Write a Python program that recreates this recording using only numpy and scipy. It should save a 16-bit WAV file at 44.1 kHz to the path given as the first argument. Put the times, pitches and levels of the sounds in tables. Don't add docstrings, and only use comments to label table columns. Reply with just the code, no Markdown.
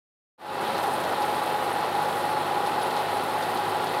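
import sys
import numpy as np
from scipy import signal
from scipy.fft import rfft, irfft
from scipy.io import wavfile
from scipy.ndimage import uniform_filter1d

SR = 44100
rng = np.random.default_rng(int(sys.argv[2]) if len(sys.argv) > 2 else 0)


def generate_wav(signal):
    frames = np.transpose(np.atleast_2d(signal))
    scaled = np.clip(frames, -1, 1) * 32767
    pcm = np.round(scaled).astype(np.int16)
    wavfile.write(sys.argv[1], SR, pcm)


N = 176400

# frequency in Hz, relative strength in dB.
BOWL_SPECTRUM = [(3000, -41), (6200, -11), (7500, -6.5), (8400, -2.5), (9900, -0.5), (11500, -3),
                 (13000, -3.5), (14500, -9), (16000, -14.5)]
BOWL_HITS_PER_S, BOWL_SPREAD_DB = 3500, 2.5


def undb(db):
    return 10 ** (np.asarray(db) / 20)


def level(x, db):
    return x * undb(db) / np.sqrt(np.mean(x ** 2))


def walk(rate):
    step = max(int(SR / rate), 2)
    path = np.interp(np.arange(N) / step, np.arange(N), rng.standard_normal(N))
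    return level(uniform_filter1d(path, step // 2 + 1), 0)


def glide(t, start_db, end_db):
    return start_db + (end_db - start_db) * t / t[-1]


def tone(hz):
    return np.sin(2 * np.pi * (np.cumsum(hz) / SR + rng.random()))


def colour(x, spectrum):
    hz, db = np.array(spectrum, float).T
    freqs = np.maximum(np.fft.rfftfreq(N, 1 / SR), 1)
    gain = undb(np.interp(np.log(freqs), np.log(hz), db))
    cepstrum = irfft(np.log(gain), N)
    cepstrum[1:N // 2] *= 2
    cepstrum[N // 2 + 1:] = 0
    return irfft(rfft(x) * np.exp(rfft(cepstrum)), N)


def ring(x, hz, width_hz):
    b, a = signal.iirpeak(min(hz, SR / 2 - 1), hz / (width_hz * np.sqrt(2)), fs=SR)
    return signal.lfilter(b, a, signal.lfilter(b, a, x))


def impacts(per_s, spread_db):
    hits = rng.random(N) < per_s / SR
    signs = np.sign(rng.standard_normal(N))
    return hits * signs * undb(spread_db * np.clip(rng.standard_normal(N), -3, 3))


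def drive_hum(t, firing_hz):
    # multiple of half the firing pitch, level in dB at the start, and at the end.
    harmonics = [(1, -80, -72), (2, -56.5, -51), (3, -53, -52), (4, -49, -64), (5, -52.5, -51.5),
                 (7, -46, -49)]
    hum = sum(tone(firing_hz * multiple / 2) * undb(glide(t, start_db, end_db) + walk(12))
              for multiple, start_db, end_db in harmonics)
    return np.sqrt(2) * hum


def parts_whine(t, waver=.00498, flutter_db=3):
    # pitch in Hz, level in dB at the start, and at the end.
    parts = [(260, -63, -52), (373.2, -50.5, -40), (440, -56, -52), (513, -44.5, -55), (546, -41, -50.5),
             (685.4, -51, -44), (755, -52, -40.5), (1136, -49, -47), (1315, -51, -53), (1595, -56, -58)]
    whine = np.zeros(N)
    for hz, start_db, end_db in parts:
        note = tone(hz * (1 + waver * walk(20)))
        whine += note * undb(glide(t, start_db, end_db) + flutter_db * walk(9))
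    return whine


def drum(t, firing_hz, beats_per_firing=.245):
    # pitch in Hz, width in Hz, level in dB.
    casing_notes = [(542.4, 45, -43.5), (807.4, 55, -34.5), (846, 48, -38), (971, 55, -38.5),
                    (1874, 170, -48), (2596, 45, -54.5)]
    # frequency in Hz, relative strength in dB.
    roar_spectrum = [(25, -60), (60, -36), (85, -19), (115, -15.5), (170, -9), (290, -8), (380, -1),
                     (620, -2.5), (760, 1), (900, -6), (1100, -3.5), (1400, -5), (1650, -10.5), (2000, -13),
                     (2350, -20), (3000, -19.5), (6000, -33.5), (15000, -50)]
    throb = 1 + .073 * tone(firing_hz * beats_per_firing)
    blows = lambda: throb * impacts(per_s=7000, spread_db=3)
    panels = sum(level(ring(blows(), hz, width), db) for hz, width, db in casing_notes)
    roar = level(colour(blows(), roar_spectrum), db=-30)
    return roar * undb(glide(t, .66, -.5)) + panels


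def drum_howl(t, pitch_hz=843, sway_hz=10.83, sways_per_s=2.05, flutter_db=1.8):
    rough_hz = pitch_hz * (1 + .0078 * walk(70))
    sway = sway_hz * np.cos(2 * np.pi * sways_per_s * (t - 1.42))
    return level(tone(rough_hz + sway) * undb(flutter_db * walk(60)), db=-33.5)


def grain_stream(per_s, spread_db, spectrum, db):
    age = np.arange(1024) / SR
    rattles = rng.standard_normal((8, len(age))) * np.exp(-age / .0019)
    kernels = sum(signal.fftconvolve(impacts(per_s / len(rattles), spread_db), rattle)[:N]
                  for rattle in rattles)
    rattle_power = np.mean(np.abs(rfft(rattles, N)) ** 2, axis=0)
    hiss = irfft(rfft(kernels) / np.sqrt(rattle_power), N)
    flow = undb(.5 * walk(16))
    return level(colour(hiss * flow, spectrum), db)


def chute_hiss():
    # frequency in Hz, relative strength in dB.
    chute_spectrum = [(1000, -20), (2300, -0.5), (3000, -0.5), (4000, 0.5), (4500, -4), (5300, -10),
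                      (6200, -20.5), (9000, -23), (16000, -27)]
    return grain_stream(per_s=4500, spread_db=2, spectrum=chute_spectrum, db=-41.5)


def spatter(t, decay_s=.009):
    landings = impacts(per_s=55, spread_db=1.5) ** 2
    energy = signal.fftconvolve(landings, np.exp(-2 * t / decay_s))[:N]
    skitter = np.sqrt(np.abs(energy)) * rng.standard_normal(N)
    return level(colour(skitter, BOWL_SPECTRUM), db=-55.5)


def bowl_pour(t):
    # time in seconds, change of level in dB.
    pour = [(.6, -2.5), (.87, 2), (1.05, -0.5), (1.3, .7), (1.85, -0.8), (2.15, 0.5), (2.4, -1.1), (3.2, 0),
            (4.0, -0.7)]
    hiss = grain_stream(BOWL_HITS_PER_S, BOWL_SPREAD_DB, BOWL_SPECTRUM, db=-48.5)
    return (hiss + spatter(t)) * undb(np.interp(t, *np.array(pour).T))


def steel_ring():
    # pitch in Hz, width in Hz, level in dB.
    steel_notes = [(4140, 45, -62), (4360, 72, -59), (8600, 56, -69), (10900, 70, -67)]
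    return sum(level(ring(impacts(BOWL_HITS_PER_S, BOWL_SPREAD_DB), hz, width), db)
               for hz, width, db in steel_notes)


def strike(t, start, db, hz, width_hz, decay_s):
    age = np.maximum(t - start, 0)
    ringing = level(ring(rng.standard_normal(N), hz, width_hz), db)
    return ringing * (t >= start) * np.exp(-age / decay_s)


def bowl_ticks(t):
    # start in seconds, level in dB, centre pitch in Hz, width in Hz.
    ticks = [(.613, -46, 9800, 4000), (.828, -43, 11000, 4000), (.868, -48, 9900, 4000),
             (.936, -39.5, 9130, 1000), (1.218, -46, 11500, 4000), (1.259, -43, 9200, 1000),
             (1.352, -45, 8800, 1800), (1.727, -44, 9410, 900), (2.02, -45, 11300, 3000),
             (2.18, -45, 10500, 4000), (2.667, -47, 9700, 3000), (3.236, -43, 11400, 4000),
             (3.547, -42.5, 11200, 4000), (3.693, -45, 11500, 4000), (3.842, -44, 10000, 4500)]
    return sum(strike(t, start, db, hz, width, decay_s=.014) for start, db, hz, width in ticks)


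def chute_knocks(t):
    # start in seconds, level in dB.
    knocks = [(0.78, -38), (.836, -39), (1.038, -38), (1.221, -36), (2.661, -37.5), (2.815, -36),
              (2.906, -39), (2.965, -34), (3.424, -33.5), (3.572, -38), (3.87, -37.5)]
    return sum(strike(t, start, db, hz=3680, width_hz=1500, decay_s=.013) for start, db in knocks)


def bowl_pings(t):
    # start in seconds, level in dB.
    pings = [(.965, -55), (2.672, -45.5), (2.822, -42.5), (3.143, -44)]
    return sum(strike(t, start, db, hz=10860, width_hz=150, decay_s=.027) for start, db in pings)


def scene():
    # time in seconds, firing pitch in Hz.
    speed = [(.4, 96.3), (1.3, 97.8), (2.0, 99.8), (2.7, 102), (3.3, 103.3), (4.0, 104.6)]
    t = np.arange(N) / SR
    firing_hz = np.interp(t, *np.array(speed).T) * (1 + .004 * walk(10))
    machine = drive_hum(t, firing_hz) + parts_whine(t) + drum(t, firing_hz) + drum_howl(t)
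    grain = chute_hiss() + bowl_pour(t) + steel_ring()
    kernels = bowl_ticks(t) + chute_knocks(t) + bowl_pings(t)
    return (machine + grain + kernels)[None]


def record(dry):
    silence_s, fade_s, top_hz = .378, .27, 15750
    fade = np.clip((np.arange(N) / SR - silence_s) / fade_s, 0, 1)
    treble_cut = signal.ellip(12, .1, 80, top_hz, fs=SR, output="sos")
    return signal.sosfilt(treble_cut, dry * fade)


dry = scene()
out = record(dry)
generate_wav(out)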